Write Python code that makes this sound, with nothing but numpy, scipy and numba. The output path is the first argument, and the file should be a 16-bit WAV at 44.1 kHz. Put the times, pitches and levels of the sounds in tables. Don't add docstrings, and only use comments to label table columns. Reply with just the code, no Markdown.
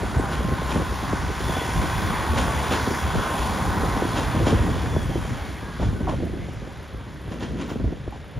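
import sys
import numpy as np
from scipy import signal
from scipy.fft import rfft, irfft, next_fast_len
from scipy.io import wavfile
from scipy.ndimage import uniform_filter1d
from numba import njit

SR = 44100
rng = np.random.default_rng(int(sys.argv[2]) if len(sys.argv) > 2 else 0)


def int16_out(signal):
    q = np.round(np.clip(np.atleast_2d(signal).T, -1, 1) * 32767)
    wavfile.write(sys.argv[1], SR, q.astype(np.int16))


def makeup_ratio(level_db):
    decades = np.asarray(level_db, float) / 20
    return 10 ** decades


N = 369999
TIME = np.arange(N) / SR
SIZE = next_fast_len(N)
FREQ = np.maximum(np.arange(SIZE // 2 + 1) * SR / SIZE, 1)


def level(x, db):
    return x * makeup_ratio(db) / np.sqrt(np.mean(x ** 2))


def over_time(table):
    s, *columns = np.transpose(table)
    return [np.interp(TIME, s, c) for c in columns]


def over_hz(table):
    hz, value = np.transpose(table)
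    return np.interp(np.log(FREQ), np.log(hz), value)


def colour(x, db):
    return level(irfft(rfft(x, SIZE) * makeup_ratio(db), SIZE)[:N], 0)


def noise():
    return rng.standard_normal(N)


def walk(rate, count=N):
    hold = int(SR / rate)
    steps = np.repeat(rng.standard_normal(count // hold + 1), hold)
    return 1.352 * uniform_filter1d(uniform_filter1d(steps, hold), hold)[:count]


# time in seconds, clatter level in dB, engine effort from 0 to 1.
RAILCAR = [(0, -42, 0.84), (.7, -41, 0.56), (1.29, -40, 0.45), (1.55, -36.5, 0.27), (2.4, -36.5, 0.66),
           (2.85, -35.5, 0.47), (3.8, -38, 0.86), (4.3, -38.5, 0.7), (5.16, -42, 0.32), (5.5, -44.5, 0.35),
           (6.2, -49, 0.02), (6.94, -52.5, 0.36), (7.5, -51, 0), (8.06, -54.5, 0.23), (8.39, -55.5, 0.6)]
# time in seconds, firing rate in Hz, level in dB.
FIRING = [(0, 62.1, -47), (.4, 63.98, -31.5), (1, 65.03, -37), (1.4, 68.98, -46.5), (1.9, 73.5, -41.5),
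          (2.5, 74.5, -32), (3.1, 76.17, -34), (3.6, 76.64, -44), (4.4, 76.96, -35.5), (5.5, 75.86, -46.5),
          (8.39, 74.26, -49.5)]
# frequency in Hz, density in dB per Hz.
CLATTER_COLOUR = [(60, 10.5), (200, 11), (500, 4), (1000, 6.5), (1900, 1.5), (2700, -6), (3900, -9),
                  (5500, -10.5), (7500, -8.5), (10500, -11), (12200, -19), (15500, -22)]
# centre in Hz, width in Hz, boost in dB.
CASING = [
    (774.3, 55.3, 5),
    (926, 55.4, 3.5),
    (1050, 157, 4),
    (1499, 51, 5),
    (3367, 412, 5.5),
    (6630, 1000, -2),
]
RING_FADES_S = (4.35, 7.3)


def engine():
    hz, note_db = over_time(FIRING)
    phase = 2 * np.pi * np.cumsum(hz * (1 + 0.00609 * walk(12))) / SR
    note = np.sqrt(2) * makeup_ratio(note_db + 1.95 * walk(8.9)) * (np.sin(phase) + 0.217 * np.sin(2 * phase))

    combustion = makeup_ratio(1.2 * np.sin(phase) + .6 * np.sin(phase / 3)) * noise()
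    ring_db = sum(db / (1 + (2 * (FREQ - f) / width) ** 2) for f, width, db in CASING)
    spectrum = rfft(combustion, SIZE) * makeup_ratio(over_hz(CLATTER_COLOUR))
    reference = spectrum * makeup_ratio(ring_db) * (FREQ > 1800) * (FREQ < 6500)
    spectrum = spectrum / np.std(irfft(reference, SIZE))
    ring_share = np.interp(TIME, RING_FADES_S, (1, .4))

    clatter_db, effort = over_time(RAILCAR)
    casing_db = -5 + 8.5 * effort
    hiss_db = -3.5 + 3 * effort + 0.279 * (clatter_db + 36)
    clatter, shake = 0, walk(4.967)
    for step in np.arange(12, 29):
        share = np.clip(1 - np.abs(2 * np.log2(FREQ) - step), 0, 1)
        low, high = np.clip((22.5 - step) / 2, 0, 1), np.clip((step - 24) / 3, 0, 1)
        db = clatter_db + low * casing_db + high * hiss_db + .5 * shake + 1.197 * walk(11)
        bare = irfft(spectrum * share, SIZE)[:N]
        ring = irfft(spectrum * share * (makeup_ratio(ring_db) - 1), SIZE)[:N]
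        clatter = clatter + makeup_ratio(db) * (bare + ring_share * ring)
    return note + clatter


# start in seconds, end in seconds, first pitch in Hz, last pitch in Hz, level in dB.
WHINES = [(0.197, 1.196, 1050, 1050, -41), (1.292, 2.195, 1040, 1052, -39.5),
          (0.098, 0.695, 808, 800, -43.5), (0, 1.205, 1505, 1490, -46.5), (1.4, 2, 1485, 1478, -45.5),
          (1.602, 2.3, 958, 972, -41), (2.049, 2.946, 874, 890, -38), (2.599, 4.102, 925, 946, -45),
          (1.899, 3.102, 1085, 1160, -40.5), (2.401, 3.304, 1008, 1014, -40), (2.647, 3.199, 780, 772, -41),
          (3.2, 4.3, 828, 822, -43), (3.4, 4.4, 770, 785, -44), (2.71, 4.305, 1040, 1030, -40.5),
          (2.707, 3.803, 1485, 1468, -46.5), (1.4, 1.85, 3460, 3420, -46.5), (1.9, 2.4, 3326, 3322, -52),
          (3.15, 3.699, 3455, 3460, -57.5), (4.65, 5.1, 3435, 3400, -54.5), (5.06, 5.39, 3150, 3125, -54),
          (4.9, 5.15, 1710, 1690, -49), (4.55, 4.8, 1880, 1900, -49), (5.42, 5.6, 2230, 2180, -54),
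          (5.6, 5.8, 1655, 1620, -48.5), (5.92, 6.21, 1535, 1425, -51.5), (6.37, 6.51, 2030, 2010, -54.5),
          (2.4, 3.1, 3480, 3350, -52), (4.92, 5.06, 3430, 3420, -50), (5.09, 5.24, 3130, 3110, -54),
          (1.78, 2.2, 1560, 1550, -44), (1.6, 1.85, 2050, 2080, -49), (1.85, 2.1, 2490, 2500, -52),
          (7.4, 7.5, 3200, 3180, -56), (6.38, 6.48, 2200, 2170, -56), (1.45, 1.75, 3300, 3250, -50)]


def whines():
    out = np.zeros(N)
    pitch, strength = walk(80), walk(45)
    for k, (start, end, from_hz, to_hz, db) in enumerate(WHINES):
        on = np.arange(int(start * SR), int(end * SR))
        part = (TIME[on] - start) / (end - start)
        own = (on + k * 41011) % N
        waver_hz = 4 + from_hz / 150 + .4 * (from_hz / 1000) ** 3
        hz = from_hz + part * (to_hz - from_hz) + waver_hz * pitch[own]
        swell = np.sqrt(np.interp(part, (0, 0.316, 1), (0, 1, 0)))
        strength_now = makeup_ratio(db - 4.4 * np.abs(strength[own]) ** 1.22) * 2.507 * swell
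        out[on] += strength_now * np.sin(2 * np.pi * np.cumsum(hz) / SR)
    return out


# time in seconds, rumble level in dB, flutter relative to the rumble in dB.
BREEZE = [(0, -31, -6), (.6, -29.5, -3.5), (1.35, -34, -16), (1.7, -34.5, -8), (2.15, -27.5, -2.5),
          (2.6, -31, -7), (3.3, -37.5, -2), (3.8, -27.5, 1.5), (4.25, -28.5, -6.5), (4.52, -25.5, 2),
          (4.85, -25, -2), (5.72, -36, -1.5), (6, -27.5, -1), (6.45, -31.5, -1.5), (6.85, -41, -0.5),
          (7.15, -40, 0.5), (7.55, -32, 3), (8.2, -42.5, -6.5)]
# peak time in seconds, peak in dB, half length in seconds.
PUFFS = [(0.029, -24.5, 0.02625), (0.175, -23.5, 0.0154), (0.453, -27.5, 0.064), (0.792, -25, 0.0345),
         (0.911, -30.5, 0.025), (1.122, -26, 0.059), (1.256, -25.5, 0.041), (1.475, -24.5, 0.047),
         (1.807, -22.5, 0.0575), (2.019, -25, 0.099), (2.469, -22.5, 0.036), (2.906, -26, 0.0325),
         (3.083, -25, 0.032), (3.192, -25, 0.04), (3.472, -29.5, 0.066), (3.724, -32.5, 0.074),
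         (3.947, -28, 0.047), (4.429, -23.5, 0.037), (4.541, -22, 0.029), (4.644, -28, 0.069),
         (4.953, -27, .04), (5.098, -26.5, 0.05), (5.345, -32.5, .1), (5.855, -24, 0.0436),
         (6.067, -21.5, 0.039), (6.249, -30.5, 0.037), (7.286, -33, 0.025), (7.857, -26, 0.035),
         (7.967, -35.5, 0.09), (8.385, -23.5, 0.0167)]


def wind():
    rumble_db, flutter_db = over_time(BREEZE)
    coarse = TIME[::100]
    puffs = sum(makeup_ratio(db) ** 2 * np.exp(-((coarse - s) / half) ** 2) for s, db, half in PUFFS)
    puffs = np.interp(TIME, coarse, puffs)
    steady = makeup_ratio(rumble_db) ** 2
    flutter = steady * makeup_ratio(flutter_db) ** 2 + puffs * makeup_ratio(-6) ** 2
    return 10 * np.log10(steady + puffs), 10 * np.log10(flutter)


# start in seconds, peak in dB, pitch in Hz.
BUFFETS = [(0.014, -21, 124), (0.162, -17.5, 67), (0.385, -17.5, 62.3), (0.519, -12.5, 72.7),
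           (0.756, -20, 59.2), (0.876, -21, 61.9), (1.004, -25, 67.3), (1.109, -13, 105),
           (1.231, -17.5, 75), (4.974, -20.5, 85), (1.47, -21.5, 75.7), (1.749, -13.5, 147),
           (2.291, -12, 73), (2.415, -18, 70.0), (2.557, -20.5, 71), (2.863, -23.5, 96.9),
           (3.037, -13, 78.8), (3.143, -21, 126), (3.394, -29.5, 45.8), (3.394, -14, 64.6),
           (3.502, -15.5, 67), (3.6, -17.5, 61.5), (3.683, -23.5, 76), (3.915, -21.5, 67.3),
           (4.004, -17.5, 148), (4.073, -23, 105), (4.188, -16.5, 86.1), (4.416, -21.5, 45.8),
           (4.417, -17, 108), (4.506, -13.5, 75.4), (4.761, -15, 111), (4.906, -12, 67.3), (5.061, -16, 78),
           (5.152, -13, 70.0), (5.353, -21, 123.5), (5.812, -19, 67), (6.028, -13.5, 80.7),
           (6.191, -19.5, 70.0), (6.33, -24, 72.4), (6.422, -24.5, 149), (6.688, -30, 117),
           (6.77, -34.5, 116), (6.934, -36, 45.8), (6.934, -23, 117), (6.994, -25.5, 88.8),
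           (7.425, -23, 140), (7.277, -18, 105.2), (7.415, -25, 137), (7.48, -18, 147.5),
           (7.591, -18.5, 148), (7.71, -23, 145), (7.833, -15.5, 86.7), (7.99, -28.5, 51.1),
           (8.069, -22, 67.3), (8.167, -35.5, 56.5), (4.433, -8.5, 85), (4.538, -8, 79.6),
           (4.601, -10.5, 74.7), (5.843, -11.5, 80), (8.371, -30.5, 69.92)]


def buffets():
    out = np.zeros(N)
    rise_s, cycles = 0.0116, 1.2
    for s, db, hz in BUFFETS:
        near = slice(int(s * SR), int((s + .15) * SR))
        age = np.maximum(TIME[near] - s, 0)
        push = (1 - np.exp(-age / rise_s)) * np.exp(-age * hz / cycles)
        out[near] += makeup_ratio(db - 2) * 2 * push * np.sin(2 * np.pi * hz * age)
    return out


@njit
def swirls(start, hz, size, fall, fade, count):
    y = np.zeros(count)
    for k in range(len(start)):
        phase, f, a = 0., hz[k], 1.
        for i in range(start[k], min(count, start[k] + 4000)):
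            attack = min((i - start[k]) / 85., 1.)
            y[i] += size[k] * a * attack * np.sin(phase)
            phase += 2 * np.pi * (f + 70) / SR
            f *= fall
            a *= fade
    return y


# frequency in Hz, density in dB per Hz.
RUMBLE = [(20, -35), (35, -6), (55, 5.5), (75, 1.5), (110, 1.5), (160, -4.5), (260, -27.5), (600, -120)]
# frequency in Hz, density in dB per Hz.
FLUTTER = [(80, -24.5), (150, -3.5), (250, -5.5), (400, -14.5), (650, -21.5), (1100, -44), (2500, -120)]
# start in seconds, peak in dB, sharpness in dB.
EDDIES = [(0.03, -16.5, -12.5), (.194, -16.5, -8.5), (.618, -18.5, -9.5), (.758, -12.5, -9),
          (0.798, -13.5, -14), (1.13, -13, -7), (1.292, -21.5, -13), (1.404, -20.5, -9),
          (1.494, -17.5, -16), (1.567, -16, -5.5), (1.838, -16.5, -14.5), (2.709, -20, -8),
          (3.152, -14, -11), (3.769, -15, -14.5), (3.834, -14, -13), (4.021, -11.5, -7),
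          (4.526, -8.5, -15.5), (4.664, -17, -16), (4.763, -17, -11.5), (4.963, -14, -6),
          (5.156, -12.5, -16.5), (5.628, -25.5, -9), (5.798, -18, -9), (5.829, -18.5, -13.5),
          (6.337, -20.5, -15), (7.312, -22.5, -14), (7.424, -18, -18), (7.48, -25.5, -18),
          (7.924, -21.5, -10), (8.077, -20.5, -9.5)]
# start in seconds, peak in dB, sharpness in dB.
MORE_EDDIES = [(0.236, -20, -11.5), (0.295, -23.5, -16), (0.329, -21.5, -13.5), (0.515, -17.5, -10.5),
               (0.922, -19.5, -14), (1.028, -19.5, -11), (1.234, -30.5, -15.5), (1.302, -19, -14),
               (1.521, -24, -11.5), (1.654, -25.5, -14), (2.039, -25, -14), (2.336, -17.5, -11.5),
               (2.874, -13.5, -13.5), (2.91, -17, -10), (3.192, -20, -11.5), (3.967, -16, -12.5),
               (4.051, -17.5, -13.5), (4.163, -26, -14.5), (4.468, -10, -11.5), (4.591, -13, -15),
               (5.249, -20.5, -15), (5.868, -32, -14), (6.124, -18, -12.5), (6.223, -19.5, -11.5),
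               (6.269, -24, -14), (6.37, -28.5, -13.5), (6.411, -33, -11), (6.434, -27, -18),
               (6.485, -23.5, -12), (6.535, -30, -14), (6.619, -24.5, -14), (6.674, -29, -13),
               (6.709, -39.5, -13.5), (6.943, -28.5, -10.5), (7.009, -29.5, -15), (7.279, -27, -13),
               (7.509, -22.5, -13), (7.55, -31, -14.5), (7.644, -30.5, -15), (7.904, -28, -11.5),
               (7.984, -33.5, -15.5), (8.125, -41.5, -18.5), (8.139, -33.5, -11), (8.374, -28, -17),
               (.747, -20.5, -14), (.768, -17, -11.5), (0.819, -18.5, -10), (3.702, -24.5, -18.5),
               (3.748, -21.5, -15.5), (3.934, -17.5, -14), (4.361, -16, -15.5), (4.411, -14, -15),
               (4.488, -18, -15), (4.68, -16, -18.5), (4.692, -17.5, -11.5), (6.005, -21, -11),
               (6.232, -17, -12), (6.272, -24.5, -15)]
# first start in seconds, beat in seconds, peak in dB, growth per eddy in dB, sharpness in dB.
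SHEDDING = [
    (0.406, 0.0396, -18.5, 0, -11),
    (1.615, 0.0734, -20.5, -2, -12.5),
    (4.346, 0.0258, -16.5, -0.25, -15),
    (5.929, 0.0412, -23.5, 0, -15),
    (6.201, .095, -20.5, -4, -19),
    (7.714, 0.0426, -21.5, 2, -14.5),
    (7.876, 0.0945, -25.5, -5, -13.5),
]


def breeze():
    rumble_db, flutter_db = wind()
    rumble = makeup_ratio(1.88 * walk(30)) * colour(noise(), over_hz(RUMBLE))
    flutter = makeup_ratio(2.85 * walk(55)) * colour(noise(), over_hz(FLUTTER))
    when, pitch, strength = rng.random((700, 3)).T
    small = swirls((when * N).astype(int), 150 + 400 * pitch, makeup_ratio(9 * strength ** 2), 0.9996, 1.0, N)

    further = [(s, db - 0.5, sharp_db) for s, db, sharp_db in MORE_EDDIES]
    shed = [(s + k * beat, db + k * grow_db, sharp_db)
            for s, beat, db, grow_db, sharp_db in SHEDDING for k in range(4)]
    s, db, sharp_db = np.transpose(list(EDDIES) + further + shed)
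    start_hz = 1250 * 2 ** (np.clip(sharp_db, -18, -5) / 12)
    strong = swirls((s * SR).astype(int), start_hz, makeup_ratio(db - 1.0), 0.9947, 0.9978, N)
    torn = colour(noise(), over_hz(FLUTTER) + 3 * np.log2(FREQ))
    strong = strong + 1.026 * uniform_filter1d(np.abs(strong), 350) * torn

    patchy_air = level(flutter, -5.5) + level(small, -8.5)
    return makeup_ratio(rumble_db) * level(rumble, -1.28) + makeup_ratio(flutter_db) * patchy_air + strong + buffets()


def side_breeze():
    rumble_db, _ = wind()
    spectrum = [(25, -26.5), (60, 6.5), (150, -0.5), (500, -18.5), (1400, -35), (1900, -120)]  # Hz, dB per Hz
    return makeup_ratio(rumble_db - 13 + 3.7 * walk(30)) * colour(noise(), over_hz(spectrum))


# frequency in Hz, density in dB per Hz.
TOWN = [(35, -34), (60, 2), (237, -23.5), (547, -14), (815, -26.5), (1240, -29), (1510, -23), (2700, -29.5),
        (3500, -28.5), (4200, -40.5), (5180, -44), (5330, -38), (5480, -45), (7000, -51), (9100, -72),
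        (15400, -120)]


def town():
    return makeup_ratio(-43.0 + walk(3.064)) * colour(noise(), over_hz(TOWN))


# peak time in seconds, level in dB, boom of the bogie in dB,
# flange squeak in dB, smear as a factor.
JOINTS = [(.325, -34.5, 4.5, -40.5, 1.32), (.714, -33, 7.5, -40, 2.28), (2.385, -26.5, 4, -39.5, 1.24),
          (2.726, -25.5, 2.5, -27.5, 1.16), (4.179, -29, 6, -40, 1.63), (4.478, -27, 7, -39.5, 1.37),
          (5.827, -38.5, 12, -40, 1.5), (6.096, -37.5, 13.5, -31, 1.19), (7.325, -42, 3, -41, 1.24),
          (7.424, -36.5, 0, -33.5, 1.14), (7.612, -39.5, 1.5, -40.5, 1.9), (7.703, -39.5, 6.5, -20.5, 0.68),
          (8.145, -51.5, 6.5, -38, 1.36)]
# frequency in Hz, density in dB per Hz.
RATTLE_COLOUR = [(300, 12.5), (700, 4.5), (1500, 3.5), (2200, -3.5), (3200, -0.5), (4600, -10.5),
                 (6200, -11), (7500, -8.5), (10500, -13.5), (15500, -37)]


def joints():
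    rattle, boom, squeak, thud = np.zeros((4, N))
    for s, db, boom_db, squeak_db, smear in JOINTS:
        near = slice(int((s - .1) * SR), int((s + .6) * SR))
        age = TIME[near] - s
        swell = np.exp(-(age / smear / 0.0176) ** 2 * 1.7)
        decay = 0.864 * np.exp(-np.abs(age) / smear / 0.0312) + 0.308 * np.exp(-np.abs(age) / 0.085)
        rattle[near] += makeup_ratio(db) * np.where(age < 0, swell, decay)
        since = np.maximum(age + .025, 0)
        rise_s = .0015 if boom_db > 10 else .012
        boom[near] += makeup_ratio(db + boom_db) * (1 - np.exp(-since / rise_s)) * np.exp(-since / 0.0368)
        thud[near] += makeup_ratio(db + boom_db - 2.5) * (1 - np.exp(-since / 0.0046)) * np.exp(-since / 0.0866)
        squeak[near] += makeup_ratio(db + squeak_db) * np.exp(-(age / np.where(age < 0, .03, .055)) ** 2)

    bed = thud * colour(noise(), -14 * np.log2(FREQ / 210) ** 2)
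    bogie = colour(noise(), -30 * np.log2(FREQ / 870) ** 2)
    flange = colour(noise(), -np.minimum(6 * ((FREQ - 14800) / 500) ** 2, 120))
    grain = makeup_ratio(2.0 * walk(500)) * noise()
    clank_db = over_hz(RATTLE_COLOUR) - 40 * (FREQ < 250) + 2 * np.sin(FREQ / 70.)
    clank = rfft(colour(grain, clank_db), SIZE)
    top = np.clip(np.log2(FREQ / 6000), 0, 1)
    dull_db = -1.92 * np.maximum(TIME - .3, 0)
    clank = irfft(clank * (1 - top), SIZE)[:N] + makeup_ratio(dull_db) * irfft(clank * top, SIZE)[:N]
    return bed + 1.298 * rattle * clank + 0.647 * boom * bogie + squeak * flange


# start in seconds, peak in dB, pitch in Hz.
KNOCKS = [(.697, -23, 945), (.709, -26.5, 904), (4.399, -21, 516), (4.42, -18.5, 480), (4.47, -20.5, 621),
          (4.476, -26, 854), (4.505, -19, 558), (4.572, -20.5, 540), (4.84, -23.5, 475), (4.93, -23, 473),
          (7.325, -29.5, 421), (7.336, -27, 523), (5.805, -34, 783), (5.822, -24, 718), (5.842, -30.5, 770),
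          (5.866, -29.5, 720), (6.071, -24.5, 894), (6.077, -16.5, 751), (6.088, -29, 1057),
          (6.093, -20, 637), (6.112, -31, 1044), (6.135, -20, 557), (6.232, -36, 484), (6.264, -30.5, 680),
          (8.124, -27.5, 836), (8.14, -35, 720), (8.158, -35.5, 798)]


def knocks():
    out = np.zeros(N)
    t60_s, rise_s, partner, partner_db = 0.0522, 0.00106, 1.2, -9
    for s, db, hz in KNOCKS:
        near = slice(int(s * SR), int((s + .08) * SR))
        age = np.maximum(TIME[near] - s, 0)
        modes = np.sin(2 * np.pi * hz * age) + makeup_ratio(partner_db) * np.sin(2 * np.pi * hz * partner * age)
        out[near] += makeup_ratio(db - 60 * age / t60_s) * (1 - np.exp(-age / rise_s)) * modes
    return out


# start in seconds, peak in dB.
TICKS = [(6.2507, -48), (6.5346, -48.5), (6.7241, -51.5), (6.776, -52.5), (6.8284, -50), (6.8803, -52.5),
         (6.9342, -55.5), (6.9716, -54.5), (7.1018, -57), (7.1407, -52.5), (7.217, -52.5), (7.2759, -57),
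         (7.3073, -53), (7.3377, -50.5), (7.3956, -53), (7.5193, -56.5), (7.5817, -56.5), (7.682, -54.5),
         (7.9798, -64.5), (8.0771, -61.5), (8.108, -53.5), (8.2442, -56.5), (8.2801, -55.5), (8.3118, -54)]


def ticks():
    burst = np.zeros(N)
    for s, db in TICKS:
        near = slice(int(s * SR) + 1, int(s * SR) + 3000)
        burst[near] += makeup_ratio(db - 4) * np.exp(-(TIME[near] - s) / 0.0065)
    spectrum = [(3000, -40), (7000, -6.5), (10500, 5.0), (13000, -1.5), (16000, -13.0)]  # Hz, dB per Hz
    return burst * colour(noise(), over_hz(spectrum))


def scene():
    railcar = engine() + whines() + joints() + knocks() + ticks()
    mid = railcar + breeze() + town()
    return mid + side_breeze() * np.array([[1], [-1]])


def patchy(spectrum, lo_hz, hi_hz, open_db):
    inside = (FREQ >= lo_hz) * (FREQ < hi_hz)
    band = irfft(spectrum * inside, SIZE)
    power_db = 10 * np.log10(uniform_filter1d(band[:N] ** 2, 2048) + 1e-18) + 5 * walk(22)
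    band[:N] *= uniform_filter1d(1. * (power_db > open_db), 700)
    return rfft(band) * inside


def roll_off(x):
    return signal.sosfilt(signal.butter(12, 15740, fs=SR, output="sos"), x)


# frequency in Hz, lead of the left channel in radians.
TURN = [(30, -.42), (400, -.5), (1350, -.52), (1900, 0), (2600, 0), (3300, .5), (4300, .35), (4700, 0),
        (6500, 0), (7250, 1.2), (7750, np.pi), (8800, np.pi), (9300, 1.4), (10400, .7), (11000, 0),
        (12900, 0), (14100, -1.3), (15600, -1.9)]
ALIKE_S = (0.1924, 5.043)


def record(dry):
    deep_cut = signal.butter(2, 28, "high", fs=SR, output="sos")
    rounded = np.tanh(1.5 * dry) / 1.5
    left, right = rfft(signal.sosfilt(deep_cut, rounded), SIZE)
    half = over_hz(TURN) / 2
    late = .75 + .65 * np.exp(-2j * np.pi * FREQ * .027)
    middle = (left + right) / 2
    mid = middle * np.cos(half)
    side = (left - right) / 2 + middle * 1j * np.sin(half) * late

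    steady_side = side * ((FREQ < 2600) | (FREQ >= 4700))
    side = steady_side + patchy(side, 2600, 3600, -60) + patchy(side, 3600, 4700, -57)
    mid = mid * (FREQ < 15100) + patchy(mid, 15100, 16000, -80)

    alike = np.pad(sum(np.abs(TIME - s) < 0.015 for s in ALIKE_S), (0, SIZE - N))
    turned = (FREQ > 7750) * (FREQ < 8800)
    moved = rfft(alike * irfft(side * turned, SIZE)) * turned
    mid, side = mid + moved, side - moved
    wide = irfft(np.array([mid + side, mid - side]), SIZE)[:, :N]
    return roll_off(wide)


dry = scene()
out = record(dry)
int16_out(out)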